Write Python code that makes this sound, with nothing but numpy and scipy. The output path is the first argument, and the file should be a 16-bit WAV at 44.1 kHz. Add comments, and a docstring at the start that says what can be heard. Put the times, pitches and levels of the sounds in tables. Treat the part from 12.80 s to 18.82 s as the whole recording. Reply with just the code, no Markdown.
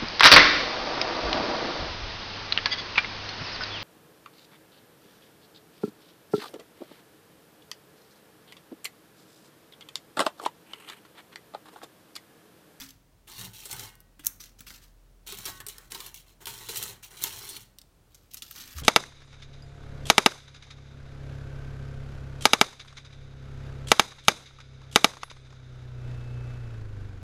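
"""Dry baked crisps are gathered by hand from a baking tray and laid on a heap in a ceramic dish.
Their surfaces catch and slip many times a second, so they scrape, tick and crumble; a few crack sharply.
The metal tray drums and rings faintly under them, and the dish thuds softly when it is nudged.
Behind it all are a small kitchen's short echo, a faint hiss of air and the low hum of an appliance."""
import sys
import numpy as np
from scipy import signal
from scipy.fft import rfft, irfft, next_fast_len
from scipy.io import wavfile
from scipy.ndimage import uniform_filter1d, map_coordinates

SR = 44100
rng = np.random.default_rng(int(sys.argv[2]) if len(sys.argv) > 2 else 0)


def materialize(psi):
    """Save the field psi as 16-bit PCM at rate SR to the path in sys.argv[1].

    A 1-D psi becomes a single channel; in a 2-D psi each row is a channel.
    """
    bounded = np.clip(np.atleast_2d(psi).T, -1, 1)
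    quanta = np.round(bounded * 32767).astype(np.int16)
    wavfile.write(sys.argv[1], SR, quanta)


N = 265482

# Levels are relative. A fade is the time a sound takes to drop by 60 dB.
# tone of the kitchen air: f/Hz, level/dB
AIR_TONE = [(25, -22), (60, -3.5), (110, -1), (220, -10.5), (460, -15), (2000, -26.5), (16000, -33.5)]
# loudness of the appliance over time: t/s, level/dB
HUM_LEVELS = [(0, -69), (2.2, -57), (4.1, -64.5), (6.02, -66.5)]
# how long the kitchen echoes: f/Hz, fade/s
ROOM_FADES = [(1000, 0.53), (15000, 0.29)]
# fingers and crisps nudging the dish: t/s, f/Hz, level/dB, fade/s
DISH_NUDGES = [(0.016, 270.6, -48, 0.43), (1.393, 293, -46.5, 0.1), (5.947, 74.6, -28, 0.31)]
# the notes the metal tray rings with: f/Hz, level/dB, fade/s
TRAY_NOTES = [(410, 10, .07), (905, 6, .1), (1107, 0, .65), (1290, -6, .25), (1506, -8, .95),
              (1895, -8, .7), (2155, -9, .35), (2846, -11, .55), (3234, -6, .3)]
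# low notes of the tray's floor flexing on the counter: f/Hz, width/Hz, level/dB
FLOOR_NOTES = [(109, 16.6, -0.5), (136, 43, -11.5), (185, 11, -8.5)]
# the hand leaning on the tray: t/s, length/s, level/dB
HAND_PRESSES = [(0.575, 0.096, -48), (0.92, 0.097, -53), (2.5, 0.33, -55.5), (3.62, 0.18, -60),
                (3.87, 0.26, -54.5), (4.41, 0.44, -59)]
# a crisp flicking bare metal: t/s, level/dB, muted below f/Hz
TRAY_FLICKS = [(1.07, -52, 2070), (2.66, -45, 1250)]
# crisps set down on the tray: t/s, floor f/Hz, floor level/dB, wall level/dB
TRAY_KNOCKS = [(2.523, 402, -41, -56), (2.655, 395, -42, -52), (2.868, 420, -47, -61),
               (3.148, 340, -47, -41.5), (3.671, 412, -44, -41.5), (3.889, 452, -40.5, -49),
               (4.441, 373, -45, -44.5)]
# a crisp dragged on its edge: t/s, length/s, f/Hz, level/dB
EDGE_DRAGS = [(0.509, 0.099, 4400, -55), (2.474, 0.065, 3680, -50), (4.69, 0.08, 4430, -52)]
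# crisps breaking, the first in four steps: t/s, level/dB
CRACK_STEPS = [(1.4487, -41.5), (1.4593, -37), (1.4668, -28.5), (1.4688, -21), (3.3436, -49), (3.9718, -44),
               (4.4388, -31), (5.5436, -47), (3.3436, -53), (3.9718, -43), (4.4388, -35), (5.5436, -52.5)]
# the notes of a breaking crisp: f/Hz, width/Hz, level/dB
SHARD_NOTES = [(3600, 2200, -14), (5310, 420, -4), (6440, 520, -1), (7290, 79, -0.5), (8900, 1200, -21),
               (11600, 1100, 4), (12900, 8500, -1.5)]
# tones of rubbing surfaces (rasp), whole crisps (body) and an edge letting go (snap): f/Hz, level/dB
TRAY_RASP_TONE = [(1100, -43.5), (2200, -5.5), (3000, 1), (4200, 0), (5000, -3.5), (6300, -1.5), (8800, -3),
                  (10400, -4.5), (12500, -3.5), (15000, -2), (16000, -18)]
DISH_RASP_TONE = [(1100, -34), (2200, -8.5), (3400, -3.5), (4600, -4), (6300, -2.5), (8000, -10.5),
                  (10500, -11.5), (12400, -6), (16000, -13)]
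TRAY_BODY_TONE = [(140, -4), (250, -6), (430, 1.5), (600, -9.5), (900, 1), (1500, 0), (2100, -1),
                  (3200, -22)]
DISH_BODY_TONE = [(120, 0), (260, 4), (520, -13), (900, -10.5), (1300, 3), (2100, -4.5), (3200, -13.5)]
SNAP_TONE = [(1100, -25.5), (2200, -5), (3300, 1.5), (6500, -1), (8800, 1.5), (10300, -2), (12500, 2),
             (16000, -8.5)]
# fingers pushing the crisps along: t/s, length/s, rasp level/dB, body level/dB
TRAY_PUSHES = [(0.47, 0.13, -50, -57.5), (0.575, 0.081, -44.5, -53.5), (0.73, 0.228, -48, -63.5),
               (0.89, 0.17, -45.5, -52.5), (2.462, 0.08, -44, -56), (2.56, 0.12, -47, -55.5),
               (2.65, 0.034, -37.5, -46), (2.72, 0.051, -54, -63), (2.88, 0.02, -45, -59),
               (2.94, 0.11, -61, -62.5), (3.1, 0.18, -48, -56.5), (3.34, 0.041, -49.5, -71),
               (3.46, 0.043, -62, -71), (3.602, 0.021, -55, -54.5), (3.665, 0.28, -46, -55),
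               (3.88, 0.22, -40.5, -49), (4.225, 0.0077, -44, -55.5), (4.3, 0.076, -54, -56.5),
               (4.365, 0.088, -48.5, -58), (4.41, 0.066, -37, -49), (4.48, 0.27, -44.5, -53.5),
               (4.79, 0.015, -49.5, -65)]
DISH_PUSHES = [(-0.01, 0.03, -41, -49.5), (0.08, 0.0093, -54.5, -74), (1.435, 0.031, -50.5, -52),
               (1.595, 0.06, -52.5, -62), (1.78, 0.027, -58, -67), (1.862, 0.1, -53.5, -59.5),
               (2.01, 0.026, -58, -63.5), (5.3, 0.16, -70, -79), (5.505, 0.069, -59, -76),
               (5.62, 0.0043, -44.5, -57), (5.67, 0.097, -56.5, -67), (5.745, 0.075, -44.5, -52),
               (5.83, 0.19, -51, -56), (5.96, 0.042, -41, -49)]
# edges catching: t/s, snap level/dB, knock level/dB, crumble fade/s, the crisp's main note f/Hz
TRAY_CATCHES = [(0.612, -39.5, -50, .045, 4400), (0.855, -38.5, -48.5, 0.061, 8500),
                (0.912, -34.5, -57.5, 0.044, 7400), (0.928, -34.5, -43, .033, 8600),
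                (0.995, -37.5, -46, 0.031, 6510), (2.523, -37.5, -48.5, .038, 3730),
                (2.5866, -40.5, -59, 0.03, 13400), (2.6545, -32, -55, 0.084, 5570),
                (2.8026, -41.5, -43.5, .055, 3420), (2.8655, -37, -54, .035, 8500),
                (2.8852, -37, -57, 0.022, 8700), (2.9827, -44.5, -53, 0.016, 14500),
                (3.12, -36, -45.5, .02, 7360), (3.1473, -36, -45.5, 0.046, 4600),
                (3.2032, -38, -47, 0.032, 4400), (3.2631, -40.5, -57, 0.041, 11400),
                (3.3434, -44, -71, 0.037, 13800), (3.6567, -37, -62, .02, 3300),
                (3.6692, -32.5, -40, 0.16, 3300), (3.8882, -33, -49, 0.14, 4330),
                (3.958, -32, -61, 0.086, 3000), (3.97, -29, -56, .11, 14600),
                (4.0268, -31.5, -56, .025, 11300), (4.036, -34.5, -59.5, .025, 12500),
                (4.4386, -27, -40.5, 0.031, 7600), (4.469, -38.5, -49, .05, 5000),
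                (4.6908, -36, -57, 0.084, 9600), (4.765, -37.5, -53, 0.048, 4200)]
DISH_CATCHES = [(1.1539, -56, -77, .01, 12900), (1.204, -53.5, -62, .01, 12600),
                (1.3943, -49.5, -48, 0.18, 3250), (1.6039, -42, -51.5, 0.21, 5850),
                (1.8059, -44, -46.5, 0.028, 15600), (1.8678, -45.5, -48, 0.086, 2570),
                (1.9047, -47.5, -44, .03, 4920), (4.9857, -45, -83, 0.024, 4650),
                (5.0156, -51, -73, 0.012, 4770), (5.3454, -49.5, -65, 0.059, 6230),
                (5.5365, -45, -70, 0.0056, 11600), (5.5434, -38, -53, 0.025, 11700),
                (5.5708, -40.5, -57, 0.073, 5850), (5.6217, -36.5, -53, 0.037, 3680),
                (5.711, -40, -50, 0.018, 13700), (5.9834, -41, -39.5, 0.013, 6600)]

GRIP_S, EASE_DB_PER_S = 0.0082, 6  # a push takes hold quickly, then eases off
RASP_SETTLE_DB_PER_S, BODY_SETTLE_DB_PER_S = 295, 180.5  # the rasp stops before whole crisps come to rest


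def amp(db):
    """Turn decibels into a number to multiply by."""
    return 10 ** (np.asarray(db) / 20)


def unit(x):
    """Scale a sound to an average power of 1."""
    return x / np.sqrt(np.mean(x ** 2) + 1e-20)


def burst(x):
    """Scale a short sound to the energy of 10 ms at power 1."""
    return x * np.sqrt(SR / 100 / np.sum(x ** 2))


def along(points, hz):
    """Read between the rows of a (frequency, value) table, with octaves evenly spaced."""
    freqs, values = np.transpose(points)
    return np.interp(np.log(hz + 1), np.log(freqs + 1), values)


def wobble(rate):
    """A smooth curve through `rate` random values a second."""
    points = rng.standard_normal(int(N * rate / SR) + 4)
    coarse = map_coordinates(points, [np.arange(0, N + 32, 32) * rate / SR])
    return np.interp(np.arange(N) / 32, np.arange(len(coarse)), coarse)


def add(track, start, sound):
    """Mix a sound into a track at `start` seconds."""
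    part = track[max(round(start * SR), 0):][:len(sound)]
    part += sound[:len(part)]


def through(x, response):
    """Pass a sound through an object, given that object's response to one tap."""
    return signal.oaconvolve(x, response)[:len(x)]


def resonances(notes, size=16384):
    """The response to one tap of an object with these notes; wider notes die sooner."""
    f = np.fft.rfftfreq(size, 1 / SR)
    return irfft(sum((-1) ** k * amp(db) * 1j * f * width / (hz * hz - f * f + 1j * f * width)
                     for k, (hz, width, db) in enumerate(notes)))


def background(air_db, hum_hz):
    """Still kitchen air and the unsteady hum of an appliance."""
    t = np.arange(N) / SR
    air_tone = amp(along(AIR_TONE, np.fft.rfftfreq(N, 1 / SR)))
    air = irfft(rfft(rng.standard_normal(N)) * air_tone, N)
    hum = unit(np.sin(2 * np.pi * hum_hz * t + .4 * wobble(5)))
    hum_db = np.interp(t, *np.transpose(HUM_LEVELS))
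    return amp(air_db) * unit(air) + amp(hum_db) * hum


def near_echoes(x, fade, size=8192):
    """Quick echoes off tray and counter, whose pattern changes as the hand moves."""
    padded, track, t = np.pad(x, size), np.zeros(N + 2 * size), np.arange(SR // 10) / SR
    for start in range(0, N + size, size // 2):
        echoes = rng.standard_normal(len(t)) * amp(-60 * t / fade) * (t > .001)
        piece = padded[start:start + size] * np.hanning(size)
        add(track, start / SR, signal.fftconvolve(piece, echoes / np.linalg.norm(echoes)))
    return track[size:size + N]


def kitchen(x, near_db, near_fade, room_db):
    """A sound with its echoes: nearby surfaces answer at once, then the room follows weakly."""
    hz, t, noise = signal.stft(rng.standard_normal(SR // 2), SR, nperseg=256)
    tail = signal.istft(noise * amp(-60 * t / along(ROOM_FADES, hz)[:, None]), SR, nperseg=256)[1]
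    room = through(x, np.pad(tail, (300, 0)) / np.linalg.norm(tail))
    return x + amp(near_db) * near_echoes(x, near_fade) + amp(room_db) * room


def dish_nudges():
    """Soft pushes on the dish make low thuds that swell over a cycle or two."""
    track, t = np.zeros(N), np.arange(SR // 3) / SR
    for start, hz, db, fade in DISH_NUDGES:
        swell = 1 - np.exp(-(hz * t) ** 2 / 2)
        add(track, start, amp(db - 60 * t / fade) * swell * np.sin(2 * np.pi * hz * t))
    return track


def push_curves(pushes, settle=(RASP_SETTLE_DB_PER_S, BODY_SETTLE_DB_PER_S)):
    """Fingers grip, slide and stop: one loudness curve per level column; the strongest push wins."""
    t = np.arange(0, N, 32) / SR
    start, length, *levels = np.transpose(pushes)[:, :, None]
    grip = np.clip((t - start) / GRIP_S, 0, 1)
    eased_db = EASE_DB_PER_S * np.clip(t - start, 0, length)
    since_end = np.clip(t - start - length, 0, 1)
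    curves = [grip * amp(db - eased_db - rate * since_end) for db, rate in zip(levels, settle)]
    return [np.interp(np.arange(N) / SR, t, curve.max(axis=0)) for curve in curves]


def slips(rate, spread_db, size=N):
    """Surfaces catch and slip: about `rate` tiny random kicks a second, some bigger than others."""
    happens = rng.random(size) < rate / SR
    direction = np.sign(rng.standard_normal(size))
    strength = amp(spread_db * np.minimum(rng.standard_normal(size), 2))
    return unit(happens * direction * strength)


def tray_drumming():
    """The tray's floor shudders with a low sound as the hand leans on it."""
    pressure = push_curves(HAND_PRESSES, settle=[BODY_SETTLE_DB_PER_S])[0]
    return pressure * unit(through(slips(rate=600, spread_db=3.3), resonances(FLOOR_NOTES)))


def tray_flicks(mute_db_per_octave=19):
    """A crisp flicks bare metal and the tray rings; the load on it mutes the low notes."""
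    track, t = np.zeros(N), np.arange(SR) / SR
    for start, flick_db, muted_hz in TRAY_FLICKS:
        for hz, db, fade in TRAY_NOTES:
            mute_db = mute_db_per_octave * max(np.log2(muted_hz / hz), 0)
            add(track, start, amp(flick_db + db - mute_db - 60 * t / fade) * np.sin(2 * np.pi * hz * t))
    return track


def tray_knocks(wall_hz=918, fade=0.1):
    """A crisp set down makes the tray's floor and wall knock; the floor's pitch shifts with the load on the
    tray."""
    track, t = np.zeros(N), np.arange(SR // 2) / SR
    for start, floor_hz, floor_db, wall_db in TRAY_KNOCKS:
        floor = amp(floor_db) * np.sin(2 * np.pi * floor_hz * t)
        wall = amp(wall_db) * np.sin(2 * np.pi * wall_hz * t)
        swell = 1 - np.exp(-floor_hz * t)
        add(track, start, (floor + wall) * swell * amp(-60 * t / fade))
    return track


def crisp_note(force, hz):
    """A force makes one note of a crisp ring."""
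    return through(force, resonances([(hz, hz / 15, 0)], size=1024))


def crisp_response(tone, ripple_db=2.5, width_hz=250, size=2048):
    """How one crisp answers a tap: a broad tone with random peaks of its own."""
    hz = np.fft.rfftfreq(size, 1 / SR)
    peaks = map_coordinates(rng.standard_normal(256), [hz / width_hz], mode="wrap")
    spectrum = amp(along(tone, hz) + ripple_db * peaks)
    # keep this tone, but make the sound come right after the tap and never before it
    folded = irfft(np.log(spectrum + 1e-6))
    folded[1:size // 2] *= 2
    folded[size // 2 + 1:] = 0
    response = irfft(np.exp(rfft(folded)))
    return response / np.linalg.norm(response)


def edge_drags():
    """A crisp dragged on its edge sings briefly, as quick slips keep one note going."""
    track, t = np.zeros(N), np.arange(SR // 2) / SR
    for start, length, hz, db in EDGE_DRAGS:
        note = unit(crisp_note(rng.standard_normal(len(t)), hz))
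        grip = np.clip(np.minimum(t, length - t) / GRIP_S, 0, 1)
        add(track, start, amp(db) * note * grip)
    return track


def cracks(fade=0.048):
    """A pressed crisp breaks; each step is a sharp kick and a fading hiss that ring its high notes."""
    track, t = np.zeros(N), np.arange(SR // 20) / SR
    low_cut = signal.butter(2, 4200, "high", fs=SR)  # so small a piece gives off little bass
    for start, db in CRACK_STEPS:
        force = amp(-32.5 - 60 * t / fade) * rng.standard_normal(len(t))
        force[0] += 1
        ring = through(force, resonances(SHARD_NOTES))
        add(track, start, amp(db) * burst(signal.lfilter(*low_cut, ring)))
    return track


def ticks(catches, body_tone, sharpness, snap_db, knock_db, knock_fade, ring_db):
    """A caught edge lets go with a snap, a dying run of crumbs and a duller knock of the whole crisp."""
    track, t = np.zeros(N), np.arange(SR // 6) / SR
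    for start, snap_level, knock_level, crumble_fade, hz in catches:
        force = slips(rate=7000, spread_db=1.5, size=len(t)) * amp(-60 * t / crumble_fade)
        force[0] += sharpness * np.linalg.norm(force)
        # baked dough soaks up vibration, so its main note dies within milliseconds
        ring = burst(through(force, resonances([(hz, 400 + hz / 10, 0)], size=1024)))
        crumbs = burst(through(force, crisp_response(SNAP_TONE)))
        snap = burst(crumbs + amp(ring_db) * ring)
        jolt = rng.standard_normal(len(t)) * amp(-60 * t / knock_fade)
        knock = burst(through(jolt, crisp_response(body_tone)))
        add(track, start, amp(snap_level + snap_db) * snap + amp(knock_level + knock_db) * knock)
    return track


def scrape(tone, rate, waver_db, count=8):
    """Several crisps rub in short runs of slips; the hand's push wavers for all of them together."""
    crisps = np.zeros(N)
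    for _ in range(count):
        rub = unit(through(slips(rate, spread_db=4), crisp_response(tone, ripple_db=3.4, width_hz=450)))
        crisps += rub * amp(6 * wobble(18) + 6 * wobble(110))
    loudness = np.sqrt(np.abs(uniform_filter1d(crisps ** 2, size=400)) + 1e-9)
    return unit(crisps / loudness * amp(waver_db * wobble(150)))


def rasp(tone, rate, waver_db, count=420):
    """Rough surfaces rub, with small crackles that each have their own pitch and strength."""
    crackles, t = np.zeros(N), np.arange(SR // 20) / SR
    starts = rng.random(count) * N / SR
    for start, (octaves, strength) in zip(starts, rng.uniform(-1, 1, (count, 2))):
        force = rng.standard_normal(len(t)) * amp(-60 * t / .025)
        add(crackles, start, amp(6 * strength) * burst(crisp_note(force, 4400 * 2 ** octaves)))
    return unit(scrape(tone, rate, waver_db) + amp(-10) * unit(crackles))


def crisps_in_dish():
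    """Crisps slide and tick on the heap; the heavy ceramic adds no ring."""
    rasp_curve, body_curve = push_curves(DISH_PUSHES)
    contact = rasp_curve * rasp(DISH_RASP_TONE, rate=1000, waver_db=4.0)
    contact += body_curve * scrape(DISH_BODY_TONE, rate=600, waver_db=0.5)
    return contact + ticks(DISH_CATCHES, DISH_BODY_TONE, sharpness=0.348,
                           snap_db=-2.5, knock_db=-3.5, knock_fade=0.055, ring_db=0.0)


def crisps_on_tray():
    """Crisps scrape and tick on the tray, and the metal rings faintly along."""
    rasp_curve, body_curve = push_curves(TRAY_PUSHES)
    contact = rasp_curve * rasp(TRAY_RASP_TONE, rate=1100, waver_db=2.0)
    contact += amp(-0.5) * body_curve * scrape(TRAY_BODY_TONE, rate=500, waver_db=2.5)
    contact += ticks(TRAY_CATCHES, TRAY_BODY_TONE, sharpness=0.21,
                     snap_db=-1.5, knock_db=-1.5, knock_fade=0.13, ring_db=-5.5)
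    t = np.arange(SR) / SR
    ring = sum(amp(db - 60 * t / fade) * np.sin(2 * np.pi * hz * t) for hz, db, fade in TRAY_NOTES)
    return contact + amp(-57) * through(contact, ring)


def scene():
    """All the handling, heard in the kitchen; the cracks are closest and have the least echo."""
    tray = crisps_on_tray() + tray_drumming() + tray_knocks() + tray_flicks()
    handling = kitchen(tray + edge_drags() + crisps_in_dish(), near_db=-7.5, near_fade=.035, room_db=-15)
    breaking = kitchen(cracks(), near_db=-21.5, near_fade=0.089, room_db=-20)
    return (handling + breaking + dish_nudges() + background(air_db=-63, hum_hz=41.2))[None]


def record(dry):
    """Cut away the very highest treble."""
    top_hz, size = 16000, next_fast_len(N + 8192)
    cut_db = np.clip((np.fft.rfftfreq(size, 1 / SR) - top_hz) / 10, 0, 120)
    return irfft(rfft(dry, size) * amp(-cut_db), size)[..., :N]


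dry = scene()
out = record(dry)
materialize(out)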